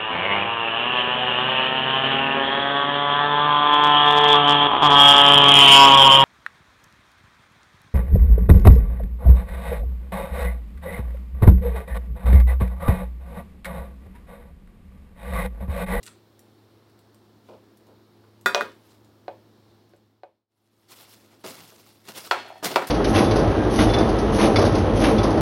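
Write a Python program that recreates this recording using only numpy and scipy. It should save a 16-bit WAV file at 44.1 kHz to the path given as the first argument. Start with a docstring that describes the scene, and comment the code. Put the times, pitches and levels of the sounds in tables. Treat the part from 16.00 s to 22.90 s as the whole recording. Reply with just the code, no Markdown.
"""In a small kitchen, over air noise and the wavering tones of a motor, a sandwich is plated on a wooden table.
Bread peels in slips; steel tongs knock the table and a china plate rocks on a glass bowl (excited modes).
The level fades out and in; then someone shuffles up in denim (granular friction, soft footfalls).
A full plate is set down: rim first, a wobble, then flat on its foot, with a short drag after each landing.
Contacts share early echoes and a diffuse room tail."""
import sys
import numpy as np
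from scipy import signal
from scipy.fft import rfft, irfft
from scipy.io import wavfile
from scipy.ndimage import uniform_filter1d, map_coordinates

SR = 44100
rng = np.random.default_rng(int(sys.argv[2]) if len(sys.argv) > 2 else 0)


def put_to_file(sound):
    """Save the sound as 16-bit audio at rate SR, in the file named by the first command-line argument."""
    columns = np.atleast_2d(sound).T  # one column per channel
    safe = np.clip(columns, -1, 1)
    whole_steps = np.round(safe * 32767)
    wavfile.write(sys.argv[1], SR, whole_steps.astype(np.int16))


N = 304290
TIME = np.arange(N) / SR

# All levels are those ahead of the fade and the rounding of peaks.
# Spectrum of the air noise: [f/Hz, relative density/dB per Hz]
AIR_SPECTRUM = [(25, -24), (53, -17.5), (90, -10), (150, -13), (220, -9), (340, -6), (560, -15),
                (1000, -18), (1550, -24), (2500, -30), (4300, -25.5), (6200, -36.5), (9000, -39.5),
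                (15800, -37.5)]
AIR_DB = -52
# Mean lines of the motor: [f/Hz, rms level/dB]
MOTOR_LINES = [(106.8, -55.5), (213, -61), (345, -61)]

# Bun peeling off the plate in runs of slips: [t/s, duration/s, level per slip/dB, f/Hz]
PEELS = [(0.0287, .006, -15.5, 4880), (0.049, .002, -25, 5000), (0.056, .002, -17, 4900),
         (0.063, .003, -11, 4080), (0.074, .008, -9.5, 2040)]
SLIP_EVERY_S = 0.0029   # before the uneven delays
# Small clicks of the tongs' hinge and sticky bread: [t/s, level/dB, f/Hz]
SMALL_CLICKS = [(0.392, -22, 7717), (.897, -38, 5026), (.99, -30, 5540), (1.145, -28, 5800),
                (1.7715, -29.5, 7175), (1.868, -35, 5985), (2.411, -26.5, 6000), (2.717, -26, 2780),
                (3.0461, -32, 4400), (3.894, -35.5, 4500), (3.962, -33.5, 4430), (6.579, -25, 5000)]
CLICK_RING_DB = -15   # the tongs ring faintly with each click
BOUNCE_S, BOUNCE_DB = .00145, -16   # reflection off the table top

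# A hand brushing the bun, a hiss trailing the clatter, then the sandwich pushed over the plate:
# [t/s, swell/s, peak level/dB, fall/dB per s, treble against body/dB]
SLIDES = [(1.435, 0.04, -57.5, 120, -5), (2.609, 0.013, -45, 122, -3.5), (2.76, 0.154, -56.5, 198.3, 1.5)]
# Soles and denim scuffing: same columns
SCUFFS = [(4.78, 0.15, -47.5, 150, -5.5), (4.878, 0.044, -36.5, 228, 6), (4.94, 0.065, -38.5, 82, 1.5),
          (5.089, 0.033, -52.5, 307, 15.5), (5.28, 0.046, -46, 112, -19), (5.434, 0.018, -31.5, 99, 0.5),
          (5.46, 0.021, -33, 84, 3), (5.59, 0.0092, -40, 129, -16), (5.67, 0.0088, -50, 90, 10.5),
          (5.78, 0.02, -51, 121, 4.5), (5.844, 0.028, -47, 118, 3.5), (6.034, 0.033, -42.5, 89, 0),
          (6.08, 0.0072, -29, 292, -1.5), (6.134, 0.044, -31, 156, 4), (6.172, 0.0083, -32.5, 350, 2),
          (6.232, 0.019, -37.5, 134, 5.5), (6.625, 0.022, -20, 260, 1), (6.643, .005, -16, 450, 0.5),
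          (6.663, 0.005, -19.5, 150, -6), (6.698, 0.011, -22.5, 158, -19), (6.869, 0.0029, -35, 294, 13)]
# Spectrum of friction: [f/Hz, relative density/dB per Hz]
FRICTION_SPECTRUM = [(60, -28), (150, -5.5), (400, -2.5), (700, -7), (1050, -5), (1450, -10), (2200, -10.5),
                     (3000, -10), (4900, -10.5), (6300, -17), (11000, -15.5), (15800, -18.5)]
# Clothes rustle faintly throughout the walk
WALK_FROM_S, RUSTLE_DB, RUSTLE_BRIGHT_DB = 4.5, -58, 3
# The cloth snags now and then as it rubs
SNAGS_PER_S, SNAG_SPREAD_S, SNAG_BAND_HZ, SNAG_DB = 220, .0003, (590, 6600), -8

# Fingers patting the bun: [t/s, level/dB]
PATS = [(1.486, -13), (1.508, -17), (1.533, -18), (1.868, -25), (1.885, -24), (1.905, -25)]
# Colour of a pat: (clack f/Hz, then levels against the clack/dB: thud, crack, tick; room send/dB)
PAT_TOUCH = (748, 2.5, -13.5, -44, 7.5)
# Footfalls: [t/s, level/dB]
FOOTFALLS = [(5.235, -24), (5.4405, 1.5), (5.72, -15.5), (6.081, -11.5), (6.173, -22), (6.6255, 4),
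             (6.632, 0.5), (6.646, 0.5), (6.704, 2.5), (6.715, -1.5)]
# Colour of a footfall, the thud being the floor's: same columns as a pat
STEP_TOUCH = (899, 4.5, -16, -34, 1.5)

# Plate's foot knocking dully on the wood:
# [t/s, clack f/Hz, then levels/dB: clack, thud, crack, tick, ring gain, room send gain]
KNOCKS = [(2.2385, 1014, -17, -22, -38, -47, -10, -3), (3.2802, 723, 9.5, -3, -13.5, -56, -1, -2.5),
          (3.2858, 692, 0, -15, -28, -58, -10, -8), (3.9346, 595, -16.5, -22, -34, -62, 6, 1.5),
          (4.2333, 717, 13, -2.5, -10.5, -40, 0, -3), (4.2389, 720, 3, -10, -20, -50, -9, -8)]
# Tongs knocking the table: same columns
TONG_BLOWS = [(2.4595, 1490, 22.5, 11.5, 7.5, -4.5, 6, -1.5),
              (2.6084, 1336, 22.5, 10.5, -1.5, -15, -5, -11.5), (2.6165, 1440, 11.5, 7, -6, -20, -4, -8)]
# Plate rocking against the bowl: same columns
PLATE_BLOWS = [(2.5466, 1420, 16.2, 11.7, 16.5, -14.5, 8, -1.5),
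               (2.577, 633, 10.9, 4.9, -8.5, -30, 11, -10.5), (2.624, 430, 12, 14.4, -11, -36, -4, -8.5)]
# Rim of the full plate meeting the table: same columns
RIM_BLOWS = [(6.3108, 1073, 26, 13.5, 15.5, -8.5, -0.5, -2), (6.3135, 1080, 16, -3, 3, -14, -21, -19),
             (6.479, 1700, -9, -30, -20, -30, -7, 2)]
# Full plate wobbling on its edge: same columns
WOBBLES = [(6.452, 750, 0, -17, -30, -42, 4, -4), (6.5005, 760, 8, -16, -22, -40, 2.2, -3),
           (6.555, 750, -2.5, -22, -23, -43, 7.7, 1)]
# Full plate dropping flat on its foot: same columns
FOOT_BLOWS = [(6.7415, 1200, -7, 2, 0, -16, -8, -8), (6.7584, 990, 30, 24, 18.5, -2.5, -1, -4.5),
              (6.7655, 696, 24, 17, -12, -26, -25, -11), (6.7688, 800, 21, 14, -8, -24, -21, -13),
              (6.817, 1250, 8.5, 1, -21, -20, -13, 3.5)]

# Modes of the knocked plate: [f/Hz, gain over the blow/dB, t60/s]
PLATE_FOOT_MODES = [(340, 24.5, 0.088), (446.3, 15, 0.047), (558, 15.5, 0.096), (720, 10, 0.0441),
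                    (755, 5.5, 0.041), (990, 12.5, 0.2), (1175, 18.5, 0.1), (1280, 16, 0.063),
                    (1490, 23.5, 0.058), (1563, 19, 0.083), (1764, 11, 0.041), (2196, 13, .12),
                    (2505, 12.5, 0.22), (4080, 10, 0.0082)]
# Modes of the steel tongs, undamped: same columns
TONG_MODES = [(196, 13, .25), (225, 10, .2), (392, 14, .15), (540, 5, .15), (716, 13, .25), (770, 6, .15),
              (980, 11, .21), (1179, 5, .05), (1228, -1, .2), (1300, 3, .08), (1435, 14, .14),
              (1604, 11, .13), (1781, 2, .2), (1850, 4, .07), (1945, 12, .13), (2492, 20, .25),
              (2611, 11, .25), (2790, 9, .12), (3155, 6, .2), (3555, 17.5, .13), (3677, 8, .2),
              (3850, 5, .15), (3930, 12, .22), (4660, 11, .2), (4710, 12, .3), (5416, 11, .24),
              (5539, 17, .22), (5610, 10, .08), (6525, 19, .13), (7214, 17, .08), (7547, 7, .25),
              (7800, 15, .14), (8414, 8, .22), (8720, 9, .25), (9098, 10, .25), (9830, 12, .18),
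              (10950, 13, .13), (11360, 13, .08), (11930, 14, .12), (12930, 10, .18)]
# Modes of the china plate and glass bowl, undamped: same columns
PLATE_AND_BOWL_MODES = [(225, 16, .2), (392, 14, .16), (435, 11, .15), (500, 8, .18), (577, 18, .25),
                        (632, 10, .2), (699, 16.5, .25), (922, 6, .22), (980, 11, .25), (1177, 10, .2),
                        (1290, 4, .15), (1448, 4, .18), (1540, 4, .15), (1640, 2, .15), (1850, 2, .2),
                        (1942, 6, .24), (2110, 1, .25), (2481, 24, .4), (2750, 1, .2), (3155, -3, .2),
                        (3300, -4, .25), (3420, -8, .012), (3600, -6, .2), (3850, -5, .1), (4000, -3, .2),
                        (4020, -8, .015), (4595, -5, .25), (5600, -11, .03), (5850, -5, .008)]
# Modes of the wooden top, driven by the blows' room send: same columns
TABLE_MODES = [(222, 8.5, 0.2), (391.4, 5, 0.053), (530, 3, 0.19), (564, 5, 0.4), (640, 1.5, 0.3),
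               (702, 6.5, 0.14), (745, -1, .2), (1030, -1.5, 0.072), (1150, 1, 0.12)]
# Modes of the floor under a step: same columns
FLOOR_MODES = [(174, 6, 0.14), (382.6, 13, 0.086), (653.6, 18.5, 0.18), (1250, 18.5, 0.064),
               (1660, 21, 0.047)]
# Modes of the full plate by point of impact: [f/Hz, gain struck on rim/dB, gain struck on foot/dB, t60/s]
FULL_PLATE = [(248, 9, 11, .34), (362, 13, 14, .2), (396, 8, 13, .22), (450, 8, 8, .15), (545, 5, 10, .25),
              (560, 14, 7, .25), (652, 0, 11, .16), (700, 16, 6, .22), (747, 13, 11, .36), (792, 9, 11, .2),
              (847, 13, 2, .25), (912, 11, 9, .18), (960, 11, 11, .18), (1066, 11, 8, .33),
              (1172, 5, 14, .18), (1255, 12, -6, .29), (1342, 14, 5, .08), (1435, 10, 7, .18),
              (1525, 4, 7, .2), (1626, 7, 4, .22), (1778, 16, 10, .21), (1830, 14, 9, .14),
              (1990, 5, 7, .2), (2303, -8, 14, .15), (2640, 8, 11, .08), (2688, 11, 3, .35),
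              (2970, 7, -3, .2), (3330, 11, 0, .035), (3650, -8, 7, .08), (4260, 18, 8, .4),
              (4330, 12, 4, .03), (4880, 4, 9, .12), (5050, 4, 7, .03), (5600, 8, 3, .15)]
RIM_MODES = [(hz, db, t60) for hz, db, _, t60 in FULL_PLATE]
FOOT_MODES = [(hz, db, t60) for hz, _, db, t60 in FULL_PLATE]
# A hand steadies the rocking plate and the tongs and damps their ring
STEADY_FROM_S, STEADY_DB_PER_S = 2.628, 650

# Drag of the full plate after each landing: (t/s, peak level/dB, fall/dB per s)
RIM_DRAG, FOOT_DRAG = (6.345, -29.5, 94), (6.78, -31, 109)
DRAG_SWELL_S, DRAG_BAND_HZ, DRAG_RING_DB, DRAG_SLIPS_PER_S = 0.047, (220, 3100), -4, 1300

# Reflections from the nearest surfaces: [delay/s, level/dB]
ECHOES = [(.0021, -16.5), (.00415, -7), (.0051, -17), (.00755, -13.5), (0.0096, -11.5)]
# Colour of the room's tail: [f/Hz, relative level/dB]
ROOM_COLOUR = [(100, 6), (250, 2), (550, 7.5), (900, 3), (1600, 1.5), (3000, -3.5), (5000, -7.5), (8000, 3),
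               (15000, 1.5)]
# Decay of the room's tail: [f/Hz, t60/s]
ROOM_T60 = [(150, 0.88), (600, 0.12), (1500, 0.21), (4000, 0.33), (14000, 0.12)]
EVEN_FINE_HZ, EVEN_BROAD_HZ = 12, 170   # smoothing widths for levelling the tail's spectrum
# Fade out and in: [t/s, amplitude factor]
FADE = [(3.72, 0.45), (4.23, 0.098), (4.47, 0.0069), (5.2, 0.31)]
CUTOFF_HZ = 15900


def from_db(db):
    """Decibel law: amplitude from level."""
    return 10 ** (np.asarray(db) / 20)


def rms_one(x):
    """Normalisation to unit mean power."""
    return x / np.sqrt(np.mean(x ** 2) + 1e-20)


def at_hz(points, hz):
    """Linear interpolation of a spectrum on a logarithmic frequency axis."""
    freqs, values = np.transpose(points)
    return np.interp(np.log(hz), np.log(freqs), values)


def band(x, low_hz, high_hz, order=2):
    """Causal band-pass filtering, with band edges kept below the Nyquist limit."""
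    edges = np.clip([low_hz, high_hz], 10, [.4 * SR, .47 * SR])
    sos = signal.butter(order, edges, "band", fs=SR, output="sos")
    return signal.sosfilt(sos, x + 1e-18)


def drift(rate):
    """Smooth random modulation: spline through unit-rms noise with `rate` steps per second."""
    steps = rng.standard_normal(8192)
    return rms_one(map_coordinates(steps, [TIME * rate], order=3, mode="mirror"))


def noise_bands(size):
    """Third-octave analysis of white noise: yields (centre f/Hz, slice)."""
    edges = 22 * 2 ** (np.arange(30) / 3)
    white = rng.standard_normal((2, size + SR // 4))   # neighbouring bands use different noise
    for k, (low, high) in enumerate(zip(edges, edges[1:])):
        yield np.sqrt(low * high), band(white[k % 2], low, high)[-size:]


def add(track, s, sound):
    """Linear superposition of a sound on a track at time s."""
    start = round(s * SR)
    track[start:start + len(sound)] += sound[:N - start]


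def resonance(x, hz, t60):
    """Damped harmonic oscillator: one mode, with unit gain at resonance."""
    r = from_db(-60 / (t60 * SR))
    zeros = np.array([1, 0, -1]) * (1 - r * r) / 2
    poles = [1, -2 * r * np.cos(2 * np.pi * hz / SR), r * r]
    return signal.lfilter(zeros, poles, x + 1e-18)


def ringing_of(x, modes):
    """Modal superposition: the response of a body's modes to the excitation x."""
    return sum(from_db(db) * resonance(x, hz, t60) for hz, db, t60 in modes)


def disperse(x, spread_s):
    """All-pass dispersion: bending waves and micro-bounces spread a contact without colouring it."""
    w, hold = 2 * np.pi * np.fft.rfftfreq(len(x)), .5
    spectrum = rfft(x)
    for ratio in (1, np.sqrt(3), np.e):
        delay = np.exp(-1j * w * round(spread_s * ratio * SR))
        spectrum = spectrum * (hold + delay) / (1 + hold * delay)
    return irfft(spectrum, len(x))


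def background(waver_db=1.5, waver_rad=0.4, wander_db=0.58):
    """Steady noise and line spectrum: air wandering in colour, motor lines wavering in level and phase."""
    air = rms_one(sum(from_db(at_hz(AIR_SPECTRUM, hz) + wander_db * drift(3)) * noise
                      for hz, noise in noise_bands(N)))
    motor = np.zeros(N)
    for hz, db in MOTOR_LINES:
        level = from_db(db + waver_db * drift(8.2))
        phase = 2 * np.pi * hz * TIME + waver_rad * drift(18)
        motor += level * np.sqrt(2) * np.sin(phase)
    return from_db(AIR_DB) * air + motor


def peeling():
    """Stick-slip release: each run breaks into unevenly spaced slips [t/s, level/dB, f/Hz]."""
    slips = []
    for s, length_s, db, hz in PEELS:
        late = rng.uniform(0, .5, 32)   # in slip intervals
        slips += [(s + SLIP_EVERY_S * (k + late[k]), db, hz)
                  for k in range(len(late)) if k * SLIP_EVERY_S < length_s]
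    return slips


def ticks(rows, decay_s, width):
    """Impulsive slip noise: tiny rasps that swell and die within a few milliseconds."""
    out, t = np.zeros(N), TIME[:SR // 20]
    for s, db, hz in rows:
        burst = rng.standard_normal(len(t)) * t * np.exp(-t / decay_s)
        add(out, s, from_db(db) * band(burst / np.linalg.norm(burst), hz / width, hz * width))
    return out


def bounce(x):
    """Comb filtering: sound meets its bounce off the table, scaled to keep the mean power about the same."""
    gain = from_db(BOUNCE_DB)
    return (x + gain * np.interp(TIME - BOUNCE_S, TIME, x)) / np.sqrt(1 + gain ** 2)


def stroke(s, swell_s, db, fall_db_per_s):
    """Friction envelope: linear swell to a peak, then exponential decay."""
    fall_db = fall_db_per_s * np.maximum(TIME - s - swell_s, 0)
    return np.clip((TIME - s) / swell_s, 0, 1) * from_db(db - fall_db)


def shuffle(grain_db=0.96, flicker_db=1.3, patchy_db=2.0):
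    """Granular friction: dense little catches of shifting colour, with a treble share set for each stroke."""
    rubs = [(stroke(*shape), bright_db) for *shape, bright_db in SCUFFS + SLIDES]
    rubs.append(((TIME > WALK_FROM_S) * from_db(RUSTLE_DB), RUSTLE_BRIGHT_DB))
    # independent rubs add in power
    body = np.sqrt(sum(level ** 2 for level, _ in rubs))
    treble = np.sqrt(sum((level * from_db(bright_db)) ** 2 for level, bright_db in rubs))
    hiss = rms_one(sum(from_db(at_hz(FRICTION_SPECTRUM, hz) + patchy_db * drift(70)) * noise
                       for hz, noise in noise_bands(N)))
    # coarse threads let go with a crackle
    snags = (rng.random(N) < SNAGS_PER_S / SR) * rng.standard_normal(N)
    crackle = rms_one(band(disperse(snags, SNAG_SPREAD_S), *SNAG_BAND_HZ))
    hiss = hiss + from_db(SNAG_DB) * crackle
    dull = signal.sosfilt(signal.butter(1, 4500, fs=SR, output="sos"), hiss)
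    catches = from_db(grain_db * drift(500) + flicker_db * drift(60))
    return catches * (body * dull + treble * (hiss - dull))


def soft_blows(rows, touch):
    """Similarity of contacts: blows of differing strength share one spectral touch."""
    hz, thud_db, crack_db, tick_db, room_db = touch
    return [(s, hz, db, db + thud_db, db + crack_db, db + tick_db, 0, room_db) for s, db in rows]


def blows(rows, modes, spread_s, clack_width, thud_hz, crack_hz,
          ring_wet_db=-13, crack_wet_db=-1, damping=1):
    """Impulse excitation: a short contact pulse drives the modes; returns direct sound and room send."""
    direct, to_room, rings = np.zeros((3, N))
    click = disperse(signal.unit_impulse(SR // 2), spread_s)
    for s, clack_hz, clack_db, thud_db, crack_db, tick_db, ring_db, room_db in rows:
        body = -from_db(clack_db) * band(click, clack_hz / clack_width, clack_hz * clack_width)
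        body += from_db(thud_db) * band(click, *thud_hz)               # the struck surface gives way
        body += from_db(tick_db) * band(click, 2000, 21000, order=1)
        crack = from_db(crack_db) * band(click, *crack_hz, order=4)    # hard edges meet
        add(direct, s, body + crack)
        if modes:
            add(rings, s, from_db(ring_db) * ringing_of(body + crack, modes))
        add(to_room, s, from_db(room_db) * (body + from_db(crack_wet_db) * crack))
    rings = damping * rings
    return direct + rings, to_room + from_db(ring_wet_db) * rings


def echoes(x):
    """Early reflections: a few distinct delayed copies from the nearest surfaces."""
    out = np.zeros(N)
    for delay_s, db in ECHOES:
        add(out, delay_s, from_db(db) * x)
    return out


def diffuse(response):
    """Diffuse-field levelling: evens chance spectral peaks and dips so the tail favours no single note."""
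    size = 4 * len(response)
    spectrum = rfft(response, size)
    fine, broad = (uniform_filter1d(abs(spectrum) ** 2, round(hz * size / SR))
                   for hz in (EVEN_FINE_HZ, EVEN_BROAD_HZ))
    levelled = spectrum * np.sqrt((abs(broad) + 1e-9) / (abs(fine) + 1e-9))
    return irfft(levelled, size)[:len(response)]


def kitchen(x, first_echo_s=0.0013, build_s=0.00014):
    """Reverberant decay: dense reflections from table and walls, dying at their own rate in each band."""
    t, response = TIME[:SR // 2], 0
    onset = 1 - np.exp(-np.maximum(t - first_echo_s, 0) / build_s)
    for hz, noise in noise_bands(len(t)):
        tail = noise * onset * from_db(-60 * t / at_hz(ROOM_T60, hz))
        share = 2 * hz * (2 ** (1 / 6) - 2 ** (-1 / 6)) / SR   # bandwidth over the whole spectrum
        level = from_db(at_hz(ROOM_COLOUR, hz)) * np.sqrt(share)
        response = response + level * tail / np.linalg.norm(tail)
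    return signal.fftconvolve(x, diffuse(response))[:N]


def plate_drag(drag, modes, grain_db=4):
    """Stick-slip excitation: unglazed china catches on wood in uneven slips that keep the plate ringing."""
    strength = from_db(grain_db * np.minimum(rng.exponential(1, N), 2))
    slips = (rng.random(N) < DRAG_SLIPS_PER_S / SR) * rng.choice([-1, 1], N) * strength
    grating = band(slips, *DRAG_BAND_HZ)
    ringing = from_db(DRAG_RING_DB) * ringing_of(grating, modes)
    s, db, fall = drag
    return rms_one(grating + ringing) * stroke(s, DRAG_SWELL_S, db, fall)


def scene():
    """Superposition: contacts share table modes or floor and one room; friction and background lie beneath."""
    clicks = ticks(SMALL_CLICKS, decay_s=0.00096, width=2.7)
    click_ring = from_db(CLICK_RING_DB) * ringing_of(clicks, TONG_MODES)
    small = bounce(clicks + click_ring + ticks(peeling(), decay_s=0.00068, width=2.25))
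    steadied = from_db(-STEADY_DB_PER_S * np.maximum(TIME - STEADY_FROM_S, 0))
    struck = [
        blows(soft_blows(PATS, PAT_TOUCH), [], spread_s=.0003, clack_width=1.48,
              thud_hz=(220, 550), crack_hz=(2000, 5000)),
        blows(KNOCKS, PLATE_FOOT_MODES, spread_s=0.00019, clack_width=1.25,
              thud_hz=(330, 600), crack_hz=(1400, 4600), ring_wet_db=-19.5, crack_wet_db=1.0),
        blows(TONG_BLOWS, TONG_MODES, spread_s=.00014, clack_width=1.282, thud_hz=(260, 950),
              crack_hz=(2900, 5400), ring_wet_db=-14.5, crack_wet_db=-0.5, damping=steadied),
        blows(PLATE_BLOWS, PLATE_AND_BOWL_MODES, spread_s=0.0001, clack_width=1.616, thud_hz=(400, 780),
              crack_hz=(2600, 6000), ring_wet_db=-19, crack_wet_db=-6.5, damping=steadied),
        blows(RIM_BLOWS, RIM_MODES, spread_s=0.00023, clack_width=1.43,
              thud_hz=(290, 620), crack_hz=(1500, 5200), ring_wet_db=-15.5, crack_wet_db=2.5),
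        blows(WOBBLES, FOOT_MODES, spread_s=0.00031, clack_width=1.195,
              thud_hz=(200, 600), crack_hz=(1200, 4500), ring_wet_db=-16, crack_wet_db=-1),
        blows(FOOT_BLOWS, FOOT_MODES, spread_s=.0003, clack_width=1.41,
              thud_hz=(250, 600), crack_hz=(1500, 5200), ring_wet_db=-19, crack_wet_db=0.5)]
    direct, to_room = np.sum(struck, axis=0)
    table = ringing_of(to_room, TABLE_MODES)
    steps, steps_to_room = blows(soft_blows(FOOTFALLS, STEP_TOUCH), FLOOR_MODES, spread_s=.0004,
                                 clack_width=1.5, thud_hz=(140, 520), crack_hz=(2000, 5000))
    dragging = plate_drag(RIM_DRAG, RIM_MODES) + plate_drag(FOOT_DRAG, FOOT_MODES)
    to_room = to_room + steps_to_room + from_db(-6) * small
    room = echoes(to_room) + from_db(4.5) * kitchen(to_room)
    contacts = direct + table + steps + small + room
    return (contacts + bounce(shuffle()) + dragging + background())[None]


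def record(dry, top=0.93, low_cut_hz=60):
    """Saturation and band limiting: level fades out and in, peaks are rounded, deep bass and top are cut."""
    fade = np.interp(TIME, *np.transpose(FADE))
    rounded = top * np.tanh(dry * fade / top)
    lean = signal.sosfilt(signal.butter(3, low_cut_hz, "high", fs=SR, output="sos"), rounded)
    return signal.sosfilt(signal.ellip(10, .1, 80, CUTOFF_HZ, fs=SR, output="sos"), lean)


dry = scene()
out = record(dry)
put_to_file(out)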